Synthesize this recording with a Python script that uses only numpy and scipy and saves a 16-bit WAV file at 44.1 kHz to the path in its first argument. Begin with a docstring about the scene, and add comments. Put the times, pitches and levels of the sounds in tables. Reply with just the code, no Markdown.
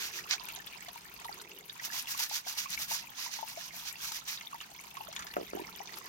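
"""Quick strokes of a small plastic brush come first, close by, scrubbing a wet, rough crystal: clouds of clicks.
Around it a shallow creek trickles between stones: low plops and high pings are ringing bubbles,
fine spray is tiny clicks, and farther water is a soft rush of noise. Near the end the crystal is dunked
twice and the water gulps, as trapped pockets of air ring and die quickly. Sleeves rumble dully, made of
filtered noise, and a faint drone, noise narrowed to a low hum, comes and goes far off."""
import sys
import numpy as np
from scipy import signal
from scipy.fft import rfft, irfft
from scipy.io import wavfile

SR = 44100
rng = np.random.default_rng(int(sys.argv[2]) if len(sys.argv) > 2 else 0)


def transcribe(u):
    """Save the signal u as a 16-bit wav file named by the first command-line argument.

    u: samples, shape (n,) or (channels, n), limited to [-1, 1]; the rate is SR.
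    q: integer samples, one column per channel.
    """
    v = np.clip(np.atleast_2d(u).T, -1, 1)
    q = np.round(v * 32767).astype(np.int16)
    wavfile.write(sys.argv[1], SR, q)


N = 268128
TIME = np.arange(N) / SR   # seconds

# In the colour tables only the differences between levels matter: the filter evens out the total.
# brush strokes: middle_s, length_s, level_db, fizz_db (treble compared with the stroke)
STROKES = [(0.037, 0.12, -37, -1.5), (0.169, 0.072, -37, -3), (0.33, 0.058, -30, -15),
           (1.855, 0.055, -39.5, 1.5), (1.969, 0.089, -33, -0.5), (2.113, 0.072, -34.5, 1),
           (2.218, 0.086, -30, -1), (2.353, 0.083, -32.5, -2), (2.497, 0.071, -34.5, -1),
           (2.602, 0.086, -33.5, -1.5), (2.727, 0.058, -31, -4.5), (2.82, 0.074, -34.5, 1),
           (2.927, 0.069, -30.5, 1.5), (2.98, 0.095, -37, -8), (3.224, 0.12, -37.5, -5.5),
           (3.353, 0.14, -39.5, -5), (3.499, 0.08, -43.5, 0), (3.622, 0.13, -44, -3),
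           (3.782, 0.085, -40, 0.5), (3.878, 0.069, -38.5, -3.5), (4.055, 0.1, -35.5, -0.5),
           (4.164, 0.068, -37.5, -2), (4.316, 0.085, -34, -3.5)]
# bristle tufts snapping off a ridge: start_s, level_db
SNAPS = [(0.31, -21.5), (2.297, -27.5), (2.586, -32), (2.945, -29.5)]
# tone of bristles on stone: pitch_hz, left_db, right_db
BRISTLE_COLOUR = [(304, -32.5, -26.5), (610, -27, -21.5), (930, -15, -11), (1660, -11, -5),
                  (2400, -3, -4.5), (3300, -9, -2), (4000, -6, 0.5), (4850, -8, 1.5), (6400, -8.5, 2.5),
                  (7330, -5, -7.5), (8500, -9, -21), (10900, -6, -16), (12600, -2.5, -8), (15400, -9, -16)]
# the crystal is dunked: start_s, level_db (before the lift in dunk), first_pocket_hz, gulp_length_s,
# later_pockets_db (before the same lift)
DUNKS = [(5.3668, -22, 610, 0.07, -33), (5.533, -31, 494, 0.095, -34.5)]
# the nearest bubbles in the creek, and (at 5.372, 5.570 and 5.594 s) pockets left ringing after the dunks:
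# start_s, level_db (before the lift in near_bubbles), pitch_hz
NEAR_BUBBLES = [(0.241, -39, 2720), (0.334, -35, 763), (0.487, -32.5, 2590), (0.575, -40.5, 758),
                (0.726, -37.5, 2750), (0.881, -42, 693), (0.958, -38, 900), (1.253, -35.5, 900),
                (1.292, -34.5, 797), (1.516, -38, 2680), (1.697, -28.5, 3640), (1.795, -34.5, 1830),
                (2.072, -30, 2680), (2.147, -33.5, 1100), (2.201, -35.5, 900), (2.312, -35.5, 814),
                (2.466, -37.5, 743), (2.657, -35, 1090), (2.776, -27.5, 2210), (2.913, -29, 856),
                (3.262, -37.5, 930), (3.388, -35.5, 864), (3.428, -31.5, 850), (3.573, -36, 650),
                (3.956, -35, 2650), (4.114, -39.5, 853), (4.375, -31.5, 3680), (4.471, -33, 3450),
                (4.529, -35, 1104), (4.544, -33.5, 876), (4.604, -31.5, 2800), (4.969, -33.5, 1044),
                (5.006, -33.5, 840), (5.084, -39.5, 618), (5.372, -34, 616), (5.570, -37, 750),
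                (5.594, -35.5, 900), (5.803, -34, 779)]
# small splashes: start_s, level_db (before the trims in splashes), slap_t60_s, middle_drop_pitch_hz
SPLASHES = [(0.485, -35, 0.061, 2900), (0.67, -35, 0.027, 3000), (0.885, -31.5, 0.018, 4000),
            (1.245, -34.5, 0.029, 3430), (1.414, -34.5, 0.017, 5500), (4.119, -27, .02, 4000),
            (4.41, -30.5, 0.01, 2600), (4.611, -33, 0.039, 3000), (4.969, -36, 0.026, 2700),
            (5.127, -30, 0.011, 5500), (5.163, -26, 0.02, 3200), (5.192, -30.5, .06, 1500),
            (5.222, -35, 0.042, 2280), (5.268, -32.5, 0.017, 5140), (5.338, -30.5, 0.0075, 2640),
            (5.934, -39, 0.043, 3300), (5.97, -37, 0.081, 4560)]
# tone of splashing water: pitch_hz, left_db, right_db
SPLASH_COLOUR = [(400, 10, -10), (1300, 10, 28), (3200, 21, 6.5), (6600, 5, 21.5), (8650, 13.5, -7),
                 (15500, -4, 4)]
# the closest ticks of spray: start_s, level_db (before the lift in spray)
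CLOSE_TICKS = [(0.488, -17.5), (1.2, -25), (1.728, -23), (1.855, -15.5), (2.177, -16), (2.295, -17),
               (2.704, -11), (3.485, -15.5), (3.927, -17), (4.121, -15.5), (4.812, -22)]
# tone of bursting droplets: pitch_hz, left_db, right_db
SPRAY_COLOUR = [(1000, -22, -39), (4150, -15, -48), (6800, 10, 0), (9400, 7.5, -44), (13800, 13, -7),
                (15600, -19, -10)]
# how lively the trickle and the wash are: time_s, gain_db
FLOW = [(0, 4.5), (.5, 9), (1.05, 4), (1.3, 7.5), (1.64, 1.5), (1.85, 9.5), (2.45, 4.5), (3.1, 7),
        (4.7, 4.5), (5.2, 7), (5.46, 5.5), (5.65, 7), (6.08, 7.5)]
# tone of the farther water: pitch_hz, left_db, right_db
WASH_COLOUR = [(24.7, -20, -7.5), (55, -16.5, 5), (85, -6, -12), (120, 2.5, 6), (172, -0.5, 6),
               (308, -6.5, 2.5), (474, -6.5, -7.5), (900, 2.5, 7), (1860, -2, 0.5), (2900, -3.5, 5.5),
               (3800, 2, -9.5), (6470, -5.5, 2.5), (8900, -7, -33), (12600, -11.5, -12), (15000, -5.5, -12)]
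# dull rumble of sleeves and hands moving: time_s, level_db (of the rub)
SLEEVES = [(0, -67.5), (.7, -67), (1.3, -70.5), (2.3, -75.5), (2.8, -62.5), (3.3, -77), (4.1, -67),
           (4.6, -75), (5.6, -61), (6.08, -80)]
# far drone: time_s, level_db
DRONE = [(0, -62.5), (.2, -61.5), (.45, -68.5), (1.0, -72), (1.4, -62), (1.6, -60), (1.85, -86),
         (4.5, -77.5), (6.08, -61.5)]

BRUSH_LAG_S, CREEK_LAG_S = 0.00014, 0.00037   # the left ear hears both first


def from_db(db):
    """Turn decibels into a gain to multiply by."""
    return 10 ** (np.asarray(db) / 20)


def rms_one(x):
    """Scale to an average strength (rms) of 1."""
    return x / np.sqrt(np.mean(x ** 2) + 1e-20)


def follow(table):
    """Read a table of times and decibels as a gain that moves in straight lines of decibels."""
    return from_db(np.interp(TIME, *np.transpose(table)))


def drift(rate):
    """Wander randomly with a spread of about 1, heading for a new value rate times a second."""
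    knots = rng.standard_normal(4096)
    wander = np.interp(TIME * rate, np.arange(len(knots)), knots)
    return wander * np.sqrt(3 / 2)   # joining the knots by lines shrinks the spread


def add(out, s, sound):
    """Mix a sound in at time s, cutting off what runs past the end."""
    i = int(np.clip(round(s * SR), 0, N - 1))
    out[..., i:i + sound.shape[-1]] += sound[..., :N - i]


def high_pass(order, hz):
    """Design a filter that keeps what lies above hz."""
    return signal.butter(order, hz, "high", fs=SR, output="sos")


def resonance(x, hz, width_hz):
    """Ring at one pitch, like a small springy body, with gain 1 at its peak."""
    r = np.exp(-np.pi * width_hz / SR)
    feed = np.array([1, 0, -1]) * (1 - r * r) / 2
    return signal.lfilter(feed, [1, -2 * r * np.cos(2 * np.pi * hz / SR), r * r], x)


def colour(x, table, size=4096):
    """Give each ear its own tone; white noise keeps its power averaged over both ears."""
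    hz, *ears = np.transpose(table)
    grid = np.log(np.fft.rfftfreq(size, 1 / SR) + 1)
    gains = from_db([np.interp(grid, np.log(hz), ear) for ear in ears])
    # folding the cepstrum makes the filter respond as early as it can (minimum phase)
    cepstrum = irfft(np.log(gains))
    cepstrum[:, 1:size // 2] *= 2
    cepstrum[:, size // 2 + 1:] = 0
    pulse = irfft(np.exp(rfft(cepstrum)))
    pulse = pulse / np.sqrt(np.sum(pulse ** 2) / 2)
    return signal.fftconvolve(np.atleast_2d(x), pulse, axes=1)[:, :N]


def two_ears(x, lag_s):
    """Let the right ear hear the sound a little later."""
    left, right = np.broadcast_to(x, (2, N))
    return np.array([left, np.roll(right, round(lag_s * SR))])


def left_right(pan_db):
    """Give the two ear gains; pan_db is left minus right."""
    return from_db(pan_db * np.array([[1], [-1]]) / 2)


def clicks(per_s, spread_db):
    """Scatter random clicks of uneven size, then scale the whole to rms 1."""
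    sizes = from_db(spread_db * np.minimum(rng.exponential(1, N), 4))
    signed = sizes * rng.choice([-1, 1], N)
    return rms_one(signed * (rng.random(N) < per_s / SR))


def bubble(hz, t60, rise=0.32, onset_cycles=0.98):
    """A pocket of air rings, its pitch rising as it nears the surface; a neighbour shares the blow and beats.

    t60 is the time in seconds to fade by 60 dB; rise is the share the pitch gains in that time."""
    t = TIME[:int(t60 * SR) + 2]
    phase = 2 * np.pi * hz * t * (1 + rise * t / t60 / 2)
    neighbour = 0.3 * np.sin(phase * rng.uniform(0.8, 1.25))
    fade = from_db(-60 * t / t60)
    onset = 1 - np.exp(-t * hz / onset_cycles)
    return (np.sin(phase) + neighbour) * fade * onset


def brush(tuft_db=1.0, fizz_hz=7500, edge=2.37, snap_t60=0.022):
    """Thousands of bristle tips flick over the stone; whole tufts catch and let go on its ridges."""
    grit_db, grit_hz, grit_width_hz = -2.5, 1500, 700
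    muddy_until_s = 1.0   # the muddy face is scrubbed first
    # both curves hold power, so that overlapping strokes add like separate noises
    pressure, fizz = np.zeros(N), np.zeros(N)
    for s, length, level_db, fizz_db in STROKES:
        t = TIME[:int(4 * length * SR)] + max(s - 2 * length, 0)
        stroke = from_db(level_db) * np.exp(-np.abs(2 * (t - s) / length) ** edge)
        add(pressure, t[0], stroke ** 2)
        add(fizz, t[0], (stroke * from_db(fizz_db)) ** 2)
    for s, level_db in SNAPS:
        snap = from_db(level_db - 60 * TIME[:SR // 10] / snap_t60)
        add(pressure, s, snap ** 2)
    tips = two_ears(clicks(per_s=12000, spread_db=3.5), BRUSH_LAG_S)
    # the rough faces of the crystal throw a different mix to each ear
    faces = np.array([clicks(per_s=20000, spread_db=2.5) for ear in range(2)])
    flicks = (tips + faces) * from_db(tuft_db * drift(260) + 1.9 * drift(60))
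    # bristles of different free length take turns to ring
    for hz in np.geomspace(1200, 6300, num=9):
        turn = from_db(1.6 * drift(30.23)) - 1
        flicks = flicks + turn * resonance(flicks, hz, hz * 0.13)
    flicks = rms_one(flicks)
    high = signal.sosfiltfilt(high_pass(3, fizz_hz), flicks)
    scrub = (flicks - high) * np.sqrt(pressure) + high * np.sqrt(fizz)
    # grit on the muddy face adds a lower rasp
    rasp = resonance(scrub, grit_hz, grit_width_hz) * (TIME < muddy_until_s)
    return colour(scrub + from_db(grit_db) * rasp, BRISTLE_COLOUR)


def air_pockets(s, level_db, first_hz, length, later_db, count=4):
    """List the pockets of one gulp as (start_s, level_db, pitch_hz); each later one sheds two smaller ones."""
    start_share, sag_share = 0.8, 0.16   # later pitches start at this share of the first and sink by this share
    fade_db, scatter_db = 5.5, 3         # later pockets tend to weaken, and differ in strength
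    churn_db, churn_octaves = -10, 0.65  # shed pockets are weaker and up to this much higher
    pockets = [(s, level_db, first_hz)]
    for k, (late, loud) in enumerate(rng.uniform(-1.01, 1, (count, 2))):
        through = (k + 1 + 0.22 * late) / (count + 0.5)   # share of the gulp gone by
        db = later_db - fade_db * k / count + scatter_db * loud
        hz = first_hz * start_share * (1 - sag_share * through)
        pockets.append((s + length * through, db, hz))
        for lag, size in rng.random((2, 2)):
            when = s + length * (through + lag / count)
            pockets.append((when, db + churn_db, hz * 2 ** (churn_octaves * size)))
    return pockets


def dunk(lift_db=4.5, pan_db=-1.0, lowest_hz=235, pocket_cycles=7.9):
    """The crystal slaps the water and traps a run of large, quickly damped pockets of air."""
    slap_db, slap_hz, slap_t60 = -4, 1300, 0.0092
    out = np.zeros(N)
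    for s, level_db, first_hz, length, later_db in DUNKS:
        slap = bubble(slap_hz, slap_t60, rise=0.057, onset_cycles=0.25)
        add(out, s, from_db(level_db + lift_db + slap_db) * slap)
        for when, db, hz in air_pockets(s, level_db, first_hz, length, later_db):
            pocket = bubble(hz, pocket_cycles / hz, rise=0.08, onset_cycles=0.11)
            add(out, when, from_db(db + lift_db) * pocket)
    return signal.sosfilt(high_pass(2, lowest_hz), out) * left_right(pan_db)


def near_bubbles(lift_db=2.0, crack_db=-22, crack_t60=0.011):
    """Single plops and pings where the water drops over a stone, and a few pockets ringing on after the dunks;
    each pinches off with a tiny crack."""
    ring_cycles = 37.7   # each rings for the same number of cycles, so large ones ring longest
    mean_pan_db, pan_scatter_db = 0.5, 4
    rings, force = np.zeros((2, N)), np.zeros(N)
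    for s, level_db, hz in NEAR_BUBBLES:
        pan_db = mean_pan_db + pan_scatter_db * rng.standard_normal()
        ring = bubble(hz, ring_cycles / hz, rise=0.24)
        add(rings, s, from_db(level_db + lift_db) * left_right(pan_db) * ring)
        add(force, s, from_db(level_db + crack_db - 60 * TIME[:SR // 20] / crack_t60))
    return rings + colour(force * rng.standard_normal(N), SPLASH_COLOUR)


def splashes(slap_db=-7, drops_db=-1, octaves=0.22, count=6):
    """Water slaps a stone and breaks into a short run of drops, each weaker than the last."""
    force, drops = np.zeros(N), np.zeros(N)
    for s, level_db, t60, middle_hz in SPLASHES:
        add(force, s, from_db(level_db + slap_db - 60 * TIME[:SR // 5] / t60))
        sizes = np.clip(rng.standard_normal(count), -2, 2)
        for late, size in zip(np.linspace(0, 0.4, count), sizes):
            hz = middle_hz * 2 ** (octaves * size * (late > 0))   # later drops scatter around the first pitch
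            drop = from_db(level_db + drops_db - 9.2 * late) * bubble(hz, 16 / hz)
            add(drops, s + late * t60, drop)
    return colour(force * clicks(per_s=7100, spread_db=-1.0), SPLASH_COLOUR) + drops


def close_ticks(count=20, level_db=-30, spread_db=2):
    """Join the listed close ticks with a random scatter of weaker ones, before the lift in spray."""
    scatter = [(when * N / SR, level_db + spread_db * (2 * size - 1)) for when, size in rng.random((count, 2))]
    return list(CLOSE_TICKS) + scatter


def spray(lift_db=3.5, mist_db=-58, width_hz=1600, count=12):
    """Tiny bubbles burst with dry ticks at one of several pitches; a few are close and crack more broadly."""
    mist = from_db(mist_db) * clicks(per_s=110, spread_db=7.5)
    sizes = rng.integers(0, count, N)
    ticks = np.zeros(N)
    for k, hz in enumerate(np.linspace(4500, 15500, count)):
        ticks += resonance(mist * (sizes == k) + 1e-18, hz, width_hz)
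    t = TIME[:SR // 200]
    for s, level_db in close_ticks():
        burst = rng.standard_normal(len(t)) * from_db(-60 * t / 0.0094)
        add(ticks, s, from_db(level_db + lift_db) * burst / np.linalg.norm(burst) / 2)
    return colour(ticks, SPRAY_COLOUR)


def trickle(count, centre_hz, octaves, level_db, spread_db, cycles, pan_db):
    """A swarm of small ringing bubbles around one size, scattered over the creek."""
    out = np.zeros((2, N))
    starts = rng.random(count) * N / SR
    traits = np.clip(rng.standard_normal((count, 4)), -2, 2)
    for when, (size, loud, place, ring) in zip(starts, traits):
        hz = centre_hz * 2 ** (octaves * size)
        gain = from_db(level_db + spread_db * loud) * left_right(pan_db + 9.3 * place)
        add(out, when, gain * bubble(hz, cycles / hz * 2 ** (ring / 2), rise=0.25))
    return out


def among_stones(x, echo_db, t60):
    """Stones close by scatter a short tail, different for each ear."""
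    t = TIME[:SR // 5]
    tail = rng.standard_normal((2, len(t))) * from_db(-60 * t / t60) * (t > 0.0005)
    tail /= np.sqrt(np.sum(tail ** 2, axis=1, keepdims=True))
    return x + from_db(echo_db) * signal.fftconvolve(x, tail, axes=1)[:, :N]


def wash(level_db=-60, alike_below_hz=900):
    """Farther water blurs into a soft rush of noise, alike in both ears only in the bass."""
    low = signal.butter(2, alike_below_hz, fs=SR, output="sos")
    shared = two_ears(signal.sosfilt(low, rng.standard_normal(N)), CREEK_LAG_S)
    apart = signal.sosfilt(high_pass(2, alike_below_hz), rng.standard_normal((2, N)))
    apart = apart * from_db(2.43 * drift(90))
    return from_db(level_db) * colour(shared + apart, WASH_COLOUR)


def sleeves(rub_hz=170, thud_hz=57, thud_db=-4):
    """Fleece rubs and thuds softly as the arms move: unsteady noise heard through two low resonances."""
    push = rng.standard_normal(N) * from_db(2 * drift(27))
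    rub = rms_one(resonance(resonance(push, rub_hz, 78), rub_hz, 78))
    thud = rms_one(resonance(resonance(push, thud_hz, 38), thud_hz, 38))
    return follow(SLEEVES) * (rub + from_db(thud_db) * thud)


def drone(hz=380, width_hz=170):
    """A low hum from far away, wavering because it is noise narrowed around one pitch."""
    hum = resonance(resonance(rng.standard_normal(N), hz, width_hz), hz, width_hz)
    return follow(DRONE) * rms_one(hum)


def scene():
    """Put the brush in front and the creek all around it."""
    flow = follow(FLOW)
    # levels here are before the flow gain
    plops = trickle(count=280, centre_hz=885, octaves=0.17, level_db=-53.0, spread_db=0.7, cycles=19.0, pan_db=-3)
    pings = trickle(count=1000, centre_hz=2460, octaves=0.459, level_db=-52.5, spread_db=4.0, cycles=28.3,
                    pan_db=-1)
    tinkle = trickle(count=650, centre_hz=5010, octaves=0.32, level_db=-56.0, spread_db=4.0, cycles=28.6,
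                     pan_db=-15.0)
    prickle = trickle(count=420, centre_hz=12700, octaves=0.14, level_db=-51, spread_db=1.5, cycles=18.6,
                      pan_db=26.5)
    swarms = flow * (plops + pings + tinkle + prickle)
    water = swarms + dunk() + near_bubbles() + splashes() + spray()
    creek = among_stones(two_ears(water, CREEK_LAG_S), echo_db=-4.5, t60=0.059)
    return brush() + creek + flow * wash() + sleeves() + drone()


def record(dry, cutoff_hz=15900):
    """Cut the top treble steeply."""
    return signal.sosfilt(signal.ellip(10, 0.2, 70, cutoff_hz, fs=SR, output="sos"), dry)


dry = scene()
out = record(dry)
transcribe(out)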